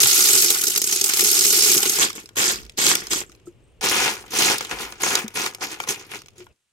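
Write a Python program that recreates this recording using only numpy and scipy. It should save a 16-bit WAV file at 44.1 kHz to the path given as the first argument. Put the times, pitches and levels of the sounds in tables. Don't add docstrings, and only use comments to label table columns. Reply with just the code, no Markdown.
import sys
import numpy as np
from scipy import signal
from scipy.fft import rfft, irfft
from scipy.io import wavfile
from scipy.ndimage import uniform_filter1d

SR = 44100
rng = np.random.default_rng(int(sys.argv[2]) if len(sys.argv) > 2 else 0)


def materialize(psi):
    bounded = np.clip(np.atleast_2d(psi).T, -1, 1)
    quanta = np.round(bounded * 32767).astype(np.int16)
    wavfile.write(sys.argv[1], SR, quanta)


N = 296352

# frequency in Hz, gain in dB.
AIR_SPECTRUM = [(60, -12), (110, -2), (200, -17), (450, -14), (800, -27), (1800, -33), (2800, -27),
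                (4500, -42), (8500, -44), (16000, -60)]
# frequency in Hz, gain in dB.
RUMBLE_SPECTRUM = [(20, -25.5), (35, -19), (55, 3.5), (100, -20), (180, -26), (400, -59)]
# frequency in Hz, gain in dB.
HISS_SPECTRUM = [(500, -11), (3000, -2), (5000, -8.5), (8500, -4), (16000, -27)]
# peak time in seconds, rise in seconds, t60 in seconds, level in dB before RUMBLE_TRIM_DB.
RUMBLE_SWELLS = [(2.0, .5, 0.92, -57.5), (2.64, 0.3, .5, -45), (3.15, 0.46, 1.9, -53.5),
                 (4.02, 0.75, 2.1, -50.5), (4.74, .04, 0.54, -40)]
# start in seconds, length in seconds, first frequency in Hz, last frequency in Hz, level in dB.
WHISTLE_GLIDES = [(3.597, .15, 7800, 9020, -71), (6.471, 0.063, 3040, 2404, -64.5)]
# frequency in Hz, relative level in dB, t60 in seconds.
BASE_MODES = [(145, -13, 0.13), (216.3, -9.5, 0.27), (268, -9, 0.033), (329, -1.5, 0.075),
              (364.7, 1.5, 0.18), (410, 1.5, 0.061), (446.5, -3.5, 0.12)]
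# frequency in Hz, relative level in dB, t60 in seconds.
PANE_MODES = [(740.4, -19.5, 0.043), (1205, -24, 0.053), (1435, -16.5, 0.073), (2235, -19.5, 0.055),
              (2440, -18.5, 0.05), (3280, -16, 0.024), (4940, -17, 0.061), (5243, -11.5, 0.044),
              (6477, -7.5, 0.018), (8260, -8, 0.014), (11330, -11, 0.012)]
# start in seconds, frequency in Hz, peak level in dB, rise in seconds, t60 in seconds.
SOFT_PUSHES = [(0.035, 120, -31, 0.011, 0.12), (3.469, 347, -29.5, 0.0096, 0.081),
               (3.468, 1310, -48.5, 0.0037, 0.045), (5.241, 222, -24.5, 0.005, 0.1),
               (6.371, 362, -36.5, 0.053, 0.091)]
# time in seconds, level in dB.
BASE_THUMPS = [(.18, -28.5), (.334, -26), (0.353, -30.5), (.435, -31), (0.446, -28.5), (.508, -43),
               (1.225, -24.5), (1.765, -22.5), (1.858, -25), (3.472, -42.5), (5.244, -36.5), (6.401, -45)]
# time in seconds, level in dB, extra low end in dB.
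STONE_SNAPS = [(2.103, -29, -1.5), (2.165, -42, -11), (2.258, -40, -13), (2.29, -43, -4), (2.359, -35, -1),
               (2.382, -37, -13.5), (2.664, -48, -2), (2.696, -39, -7.5), (2.783, -28.5, 3),
               (2.866, -12.5, -6), (2.914, -17, -10), (2.953, -15, -2.5), (3.069, -30.5, -14),
               (3.114, -23.5, -20), (3.132, -19, -23), (3.318, -49, 1), (4.392, -29, -5), (4.582, -24, -26),
               (4.608, -24.5, 7), (4.649, -30.5, 1), (4.695, -39, -6), (4.712, -27, 4), (4.923, -34, -0.5),
               (5.036, -19.5, 13), (5.154, -13, -22), (5.28, -32, -7), (5.462, -22, 1), (5.548, -31.5, -3),
               (5.802, -22.5, 6), (5.838, -31.5, 3), (6.218, -43, -1), (6.26, -46.5, 0), (6.284, -44.5, -3),
               (6.467, -47.5, 10)]
# time in seconds, level in dB.
BIG_DROPS = [(.003, -13), (.032, -10), (.07, -20.5), (.183, -17), (.205, -17), (.226, -21.5), (.287, -13.5),
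             (.332, -13.5), (.352, -13.5), (.373, -17.5), (.389, -24), (.403, -21.5), (.422, -18),
             (.446, -13.5), (.49, -23), (.503, -10.5), (.514, -18), (.546, -18), (.585, -21.5),
             (.613, -17.5), (.638, -15.5), (.669, -15), (.681, -16), (.704, -19.5), (.76, -15),
             (.777, -14.5), (.817, -15.5), (.841, -16.5), (.872, -17.5), (.925, -17), (.962, -18.5),
             (1.012, -13), (1.041, -12), (1.094, -16), (1.136, -15), (1.171, -19.5), (1.194, -15.5),
             (1.208, -14), (1.246, -15), (1.273, -17), (1.316, -15), (1.36, -27), (1.391, -15.5),
             (1.422, -24), (1.451, -15), (1.635, -15), (1.69, -28), (1.716, -15), (1.777, -12.5),
             (1.829, -14), (1.86, -18.5), (1.895, -13.5), (1.934, -24.5), (1.958, -21.5)]
# start in seconds, rise in seconds, push in seconds, level in dB as the push begins,
# level in dB as it ends, t60 of the fall in seconds, extra dB below 2500 Hz.
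PAT_STROKES = [(3.799, .044, .238, -21, -21, .27, -2.5), (3.8, .2, 2.09, -49, -57, .3, 0),
               (4.297, .11, .118, -17.5, -19.5, .22, -4), (4.59, .025, .04, -39, -41, .2, -4),
               (4.688, .023, .012, -29.5, -29.5, .22, 8), (4.755, .05, .025, -32.5, -32.5, .33, 1),
               (4.993, .045, .15, -22, -25.5, .2, 1.5), (5.338, .027, .105, -25.5, -28, .14, 0.5),
               (5.6, .028, .012, -26, -27, .19, 2.5), (5.68, .04, .014, -35.5, -35, .16, 0),
               (5.786, .02, .035, -44, -44, .12, -4), (5.866, .02, .02, -23, -23.5, .19, -4.5),
               (5.97, .03, .02, -47.5, -48, .15, -10.5), (6.09, .03, .035, -36, -34.5, .19, -1.5),
               (6.35, .04, .035, -48, -51, .14, -8)]
RAKE_STROKES = [(1.955, .05, .028, -16, -14, .19, 2), (2.135, .025, .035, -36, -39.5, .15, 0),
                (2.353, .028, .12, -18.5, -18.5, .26, 0.5), (2.768, .018, .125, -20.5, -14.5, .2, -0.5),
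                (2.96, .02, .04, -36, -38, .5, 5), (3.098, .018, .095, -21, -28.5, .1, 2),
                (3.45, .018, .008, -54.5, -53.5, .1, -13)]
# time in
# seconds, clatter in dB, extra dB below 2500 Hz as heavier stones move.
POUR_FLOW = [(0, -17.5, 1), (.42, -18, -2), (.6, -27, 4), (.68, -26, -4.5), (.73, -27, -1),
             (.78, -26.5, -1), (.807, -32, -1), (.87, -27.5, -3.5), (.93, -22.5, -0.5), (1.03, -30, 3.5),
             (1.06, -22.5, 3.5), (1.13, -26.5, 7.5), (1.2, -20.5, -1), (1.42, -19, -0.5),
             (1.74, -17.5, -1.5), (1.81, -25, 5.5), (1.88, -23.5, 1.5), (1.99, -25.5, 6)]
# frequency in Hz, gain in dB.
PAT_SPECTRUM = [(290, -24.5), (500, 2), (613, -8), (750, -3.5), (893, -0.5), (1900, -3), (2380, -0.5),
                (2800, -2), (4030, -5.5), (6610, -6), (9920, -13), (11700, -12.5), (16000, -21)]
# frequency in Hz, gain in dB.
RAKE_SPECTRUM = [(290, -38), (500, -4), (613, -13.5), (784, -8), (1300, -7.5), (3540, -4.5), (4150, -6),
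                 (4600, -6), (6610, -3.5), (8400, -6), (9850, -16), (11500, -11), (13600, -16),
                 (16000, -24.5)]
# frequency in Hz, gain in dB.
POUR_SPECTRUM = [(290, -40), (500, -25), (698, -32), (795, -8), (906, -17.5), (1440, -9.5), (1670, -13.5),
                 (2230, -8.5), (4210, -7), (5310, -3.5), (8090, -3), (9800, -8), (11600, -5),
                 (16000, -15.5)]
# frequency in Hz, difference in dB.
PORT_DIFFERENCE = [(60, -3), (110, 1.5), (200, 1.5), (380, 2.5), (700, 4.5), (1290, 4), (2380, 4.5),
                   (4400, -3.5), (8120, -3), (15000, 5.5)]

TIME = np.arange(N) / SR
TOP_HZ = 15800
SPOTS = 5
AIR_DB, HISS_DB, RUMBLE_FLOOR_DB, RUMBLE_TRIM_DB = -57, -76.5, -68.5, -3
HUSH_S, HUSH_FALL_S, HUSH_DB = 6.52, .032, -29
FLUTTER_HZ = 50
MODE_SPREAD = .018
CLACK_S = .007
FIRM_DB = -20
PUSH_CURVE = 1.3
SETTLE_DB, SETTLE_T60_S = -23, .55
DULL_DB_PER_S, DULL_MAX_DB = 19, 13
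LOOSE_DB, LOOSE_SCATTER_DB, LOOSE_SPAN_S = -12, 2.5, .22
STREAM_CLACKS_PER_S, STREAM_CLACK_DB, STREAM_SCATTER_DB = 47, -3.5, 4
STONE_SIZE_DB = 2
POUR_DRUM_DB, POUR_DRUM_FOLLOW, FILL_DB_PER_S = -45.5, 1.5, 5.5


def undb(db):
    return 10 ** (np.asarray(db) / 20)


def curve(rows, axis=1):
    rows = np.array(rows)
    return undb(np.interp(TIME, rows[:, 0], rows[:, axis], left=-200, right=-200))


def unit(x):
    return x / np.sqrt(np.sum(x ** 2, axis=-1, keepdims=True))


def fade(t, t60):
    return np.exp(-np.log(1000) * t / t60)


def butter(x, order, hz, kind="low"):
    return signal.sosfilt(signal.butter(order, hz, kind, fs=SR, output="sos"), x)


def lows(x, order, hz):
    return signal.sosfiltfilt(signal.butter(order, hz, fs=SR, output="sos"), x)


def colour(x, points, size=2048):
    hz, db = np.transpose(points)
    log_hz = np.log(np.fft.rfftfreq(size, 1 / SR) + 1)
    log_gain = np.log(undb(np.interp(log_hz, np.log(hz), db)))
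    cepstrum = irfft(log_gain)[:size // 2]
    cepstrum[1:] *= 2
    response = irfft(np.exp(rfft(cepstrum, size)))
    return signal.fftconvolve(np.atleast_2d(x), response[None], axes=1)[:, :x.shape[-1]]


def wash(points, apart):
    noise = colour(rng.standard_normal((3, N)), points, size=8192)
    ears = noise[2] + apart * noise[:2]
    return ears / ears.std()


def background():
    shake = undb(RUMBLE_FLOOR_DB)
    for s, rise, t60, db in RUMBLE_SWELLS:
        swell = np.clip(1 + (TIME - s) / rise, 0, 1) ** 2
        shake = shake + undb(db) * swell * fade(np.maximum(TIME - s, 0), t60)
    hush = undb(HUSH_DB * np.clip((TIME - HUSH_S) / HUSH_FALL_S, 0, 1))
    air = undb(AIR_DB) * wash(AIR_SPECTRUM, .82)
    rumble = undb(RUMBLE_TRIM_DB) * shake * wash(RUMBLE_SPECTRUM, .59)
    return hush * (air + rumble)


def whistles():
    out = 0
    flutter = butter(rng.standard_normal(N), 2, FLUTTER_HZ)
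    for s, length, start_hz, end_hz, db in WHISTLE_GLIDES:
        along = np.clip((TIME - s) / length, 0, 1)
        phase = 2 * np.pi * np.cumsum(start_hz + (end_hz - start_hz) * along) / SR
        out = out + undb(db) * np.sin(np.pi * along) * np.sin(phase)
    return out * flutter / flutter.std()


def ring(modes, t):
    out = 0
    for (hz, db, t60), (detune, side) in zip(modes, rng.standard_normal((len(modes), 2))):
        mode_hz = hz * (1 + MODE_SPREAD * detune)
        mode = unit(np.sin(2 * np.pi * mode_hz * t) * fade(t, t60))
        out = out + undb(db) * mode * np.sign(side)
    return out


def knock(size):
    return unit(butter(ring(BASE_MODES, np.arange(size) / SR), 2, 120, "high"))


def thuds():
    out = 0
    for s, hz, db, rise, t60 in SOFT_PUSHES:
        t = np.maximum(TIME - s, 0)
        envelope = np.minimum(t / rise, 1) * fade(np.maximum(t - rise, 0), t60)
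        out = out + undb(db) * envelope * np.sin(2 * np.pi * hz * t)
    return out


def thumps(size=9000):
    out = np.zeros(N)
    for s, db in BASE_THUMPS:
        at = int(s * SR)
        out[at:at + size] += undb(db) * np.sqrt(CLACK_S * SR) * knock(size)
    return out


def base(times, sizes, size=9000):
    out = np.zeros(N)
    for spot in range(SPOTS):
        blows = np.bincount((times[spot::SPOTS] * SR).astype(int), sizes[spot::SPOTS], N)[:N]
        out += signal.oaconvolve(blows, knock(size))[:N]
    return out


def ticks(count, ring_s, size=160):
    pitch, length, phase = rng.random((count, 3)).T[:, :, None]
    t = np.arange(size) / SR
    return unit(np.cos(2 * np.pi * (TOP_HZ * pitch * t + phase)) * fade(t, ring_s * (.59 + length)))


def tank(points, t60, lag_ms, late_db, size=6000):
    t = np.arange(size) / SR
    decay = fade(t, t60) + undb(late_db) * fade(t, .37)
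    walls = unit(rng.standard_normal((3, size)) * decay)
    separate = colour(walls[:2], [(300, -8), (1000, -3), (2500, 5.5)])
    left, right = walls[2] + ring(PANE_MODES, t) + separate
    lag = int(lag_ms / 1000 * SR * rng.uniform(.7, 1.3))
    reflected = np.array([left, np.pad(right, (lag, 0))[:size]])
    direct = colour((t == 0) * 1., [(1500, -7), (5000, 1)])
    return unit(colour(direct + reflected, points))


def loose(rows, count=5):
    toppling = []
    for s, rise, push, _, last_db, _, low_db in rows:
        waits = LOOSE_SPAN_S * (np.arange(count) + rng.random(count)) / count
        levels = last_db + LOOSE_DB + 20 * np.log10(fade(waits, SETTLE_T60_S))
        levels = levels + LOOSE_SCATTER_DB * rng.uniform(-1, 1, count)
        for wait, db in zip(waits, levels):
            toppling.append((s + rise + push + wait, db, low_db - 10 * rng.random()))
    return [row for row in toppling if row[0] < TIME[-1]]


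def falling():
    s, flow_db, heavy_db = np.transpose(POUR_FLOW)
    busy = np.cumsum((curve(POUR_FLOW) / undb(flow_db.max())) ** 2) * STREAM_CLACKS_PER_S / SR
    wait, size = rng.random((int(busy[-1]), 2)).T
    times = np.interp(np.arange(len(wait)) + wait, busy, TIME)
    levels = np.interp(times, s, flow_db) + STREAM_CLACK_DB + STREAM_SCATTER_DB * (2 * size - 1)
    rows = []
    for at, db in [*BIG_DROPS, *zip(times, levels)]:
        low_db = np.interp(at, s, heavy_db) / 2 + STONE_SIZE_DB * rng.uniform(-1.9, 1)
        rows.append((at, db, low_db))
    return rows


def clacks(rows, points, bounce_s, rebound, t60, lag_ms, gain_db, base_db, count=6, size=4096):
    out = np.zeros((2, N + size))
    spots = [tank(points, t60, lag_ms, late_db=-30, size=size) for _ in range(2 * SPOTS)]
    for n, (s, db, low_db) in enumerate(rows):
        chatter = np.zeros(size)
        for k, tick in enumerate(ticks(count, .00015)):
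            at = int(bounce_s * SR * max(k - rng.random(), 0))
            chatter[at:at + len(tick)] += tick * rebound ** k
        chatter = colour(chatter, [(1800, low_db), (4000, .0037), (9000, -np.clip(low_db, 0, 8))])
        in_tank = unit(signal.fftconvolve(chatter, spots[n % len(spots)], axes=1)[:, :size])
        hit = in_tank + undb(base_db) * knock(size)
        at = int(s * SR)
        out[:, at:at + size] += undb(db + gain_db) * np.sqrt(CLACK_S * SR) * hit
    return out[:, :N]


def steady(x, span_s):
    power = uniform_filter1d(np.mean(np.atleast_2d(x) ** 2, axis=0), int(span_s * SR))
    power = uniform_filter1d(power, int(span_s * SR / 2))
    return x / np.sqrt(np.abs(power) + np.mean(x ** 2) / 1000)


def strokes(rows, drum_db, drum_follow):
    clatter, heavy = 1e-9, 1e-9
    for s, rise, push, first_db, last_db, t60, low_db in rows:
        t = np.maximum(TIME - s, 0)
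        after = np.maximum(t - rise - push, 0)
        push_gain = undb(np.interp(t, [rise, rise + push], [first_db, last_db]))
        force = np.minimum(t / rise, 1) ** PUSH_CURVE * push_gain
        moving = force * np.maximum(fade(after, t60), undb(SETTLE_DB) * fade(after, SETTLE_T60_S))
        clatter = clatter + moving
        heavy = heavy + moving * undb(low_db + np.minimum(DULL_DB_PER_S * t, DULL_MAX_DB))
    return clatter, heavy / clatter, undb(drum_db) * (clatter / undb(FIRM_DB)) ** drum_follow


def stream():
    clatter = curve(POUR_FLOW)
    drum = undb(POUR_DRUM_DB + FILL_DB_PER_S * TIME) * (clatter / undb(FIRM_DB)) ** POUR_DRUM_FOLLOW
    return clatter, curve(POUR_FLOW, axis=2), drum


def gravel(motion, points, rate, scatter_db, jostle_s, ring_s, t60, lag_ms, clatter_db, boom_db, span_s, count=6):
    clatter, heavy, drum = motion
    busy = np.cumsum(rate * np.sqrt(clatter / clatter.max())) / SR
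    starts = np.interp(np.sort(rng.random(int(busy[-1]))) * busy[-1], busy, TIME)
    weight = undb(scatter_db * np.clip(rng.standard_normal((len(starts), 1)), -2, 2))
    wait = rng.exponential(1, (len(starts), count)) * (np.arange(count) > 0)
    times = (starts[:, None] + jostle_s * wait).ravel()
    sizes = (weight * np.exp(-wait / 2) * rng.standard_normal(wait.shape)).ravel()
    grains = ticks(len(times), ring_s) * sizes[:, None]
    places = (times * SR).astype(int)[:, None] + np.arange(grains.shape[1])
    in_tank = 0
    for spot in range(SPOTS):
        contacts = np.bincount(places[spot::SPOTS].ravel(), grains[spot::SPOTS].ravel(), N)[:N]
        response = tank(points, t60, lag_ms, late_db=-10)
        in_tank = in_tank + signal.oaconvolve(contacts[None], response, axes=1)[:, :N]
    rattle = steady(in_tank + (heavy - 1) * lows(in_tank, 2, 2500), span_s)
    body = base(times, sizes)
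    body = body + (undb(boom_db) - 1) * lows(body, 3, 260)
    return undb(clatter_db) * clatter * rattle + drum * steady(body, .07)


def scene():
    air = background() + whistles() + undb(HISS_DB) * wash(HISS_SPECTRUM, .94)
    snaps = clacks(STONE_SNAPS + loose(RAKE_STROKES + PAT_STROKES), PAT_SPECTRUM, bounce_s=.0006, rebound=.74,
                   t60=.013, lag_ms=.2, gain_db=.5, base_db=-20)
    drops = clacks(falling(), POUR_SPECTRUM, bounce_s=.0011, rebound=.84,
                   t60=.018, lag_ms=.22, gain_db=0, base_db=-18)
    patting = strokes(PAT_STROKES, drum_db=-33, drum_follow=.76)
    pat = gravel(patting, PAT_SPECTRUM, rate=650, scatter_db=2, jostle_s=.002, ring_s=.0014,
                 t60=.11, lag_ms=.21, clatter_db=1.5, boom_db=4.5, span_s=.019)
    raking = strokes(RAKE_STROKES, drum_db=-35.5, drum_follow=.56)
    rake = gravel(raking, RAKE_SPECTRUM, rate=800, scatter_db=2.5, jostle_s=.002, ring_s=.0025,
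                  t60=.048, lag_ms=.3, clatter_db=.5, boom_db=4, span_s=.01)
    pour = gravel(stream(), POUR_SPECTRUM, rate=480, scatter_db=3, jostle_s=.002, ring_s=.0016,
                  t60=.087, lag_ms=.22, clatter_db=3, boom_db=-4.5, span_s=.019)
    return air + thuds() + thumps() + snaps + drops + pat + rake + pour


def record(dry):
    hz, db = np.transpose(PORT_DIFFERENCE)
    ears = []
    for x, side in zip(dry, (1, -1)):
        ears.append(colour(x, np.column_stack([hz, side * db / 2])))
    ears = np.vstack(ears)
    ears = ears / (1 + (ears / .9) ** 4) ** .25
    return signal.sosfilt(signal.ellip(10, .2, 70, TOP_HZ, fs=SR, output="sos"), ears)


dry = scene()
out = record(dry)
materialize(out)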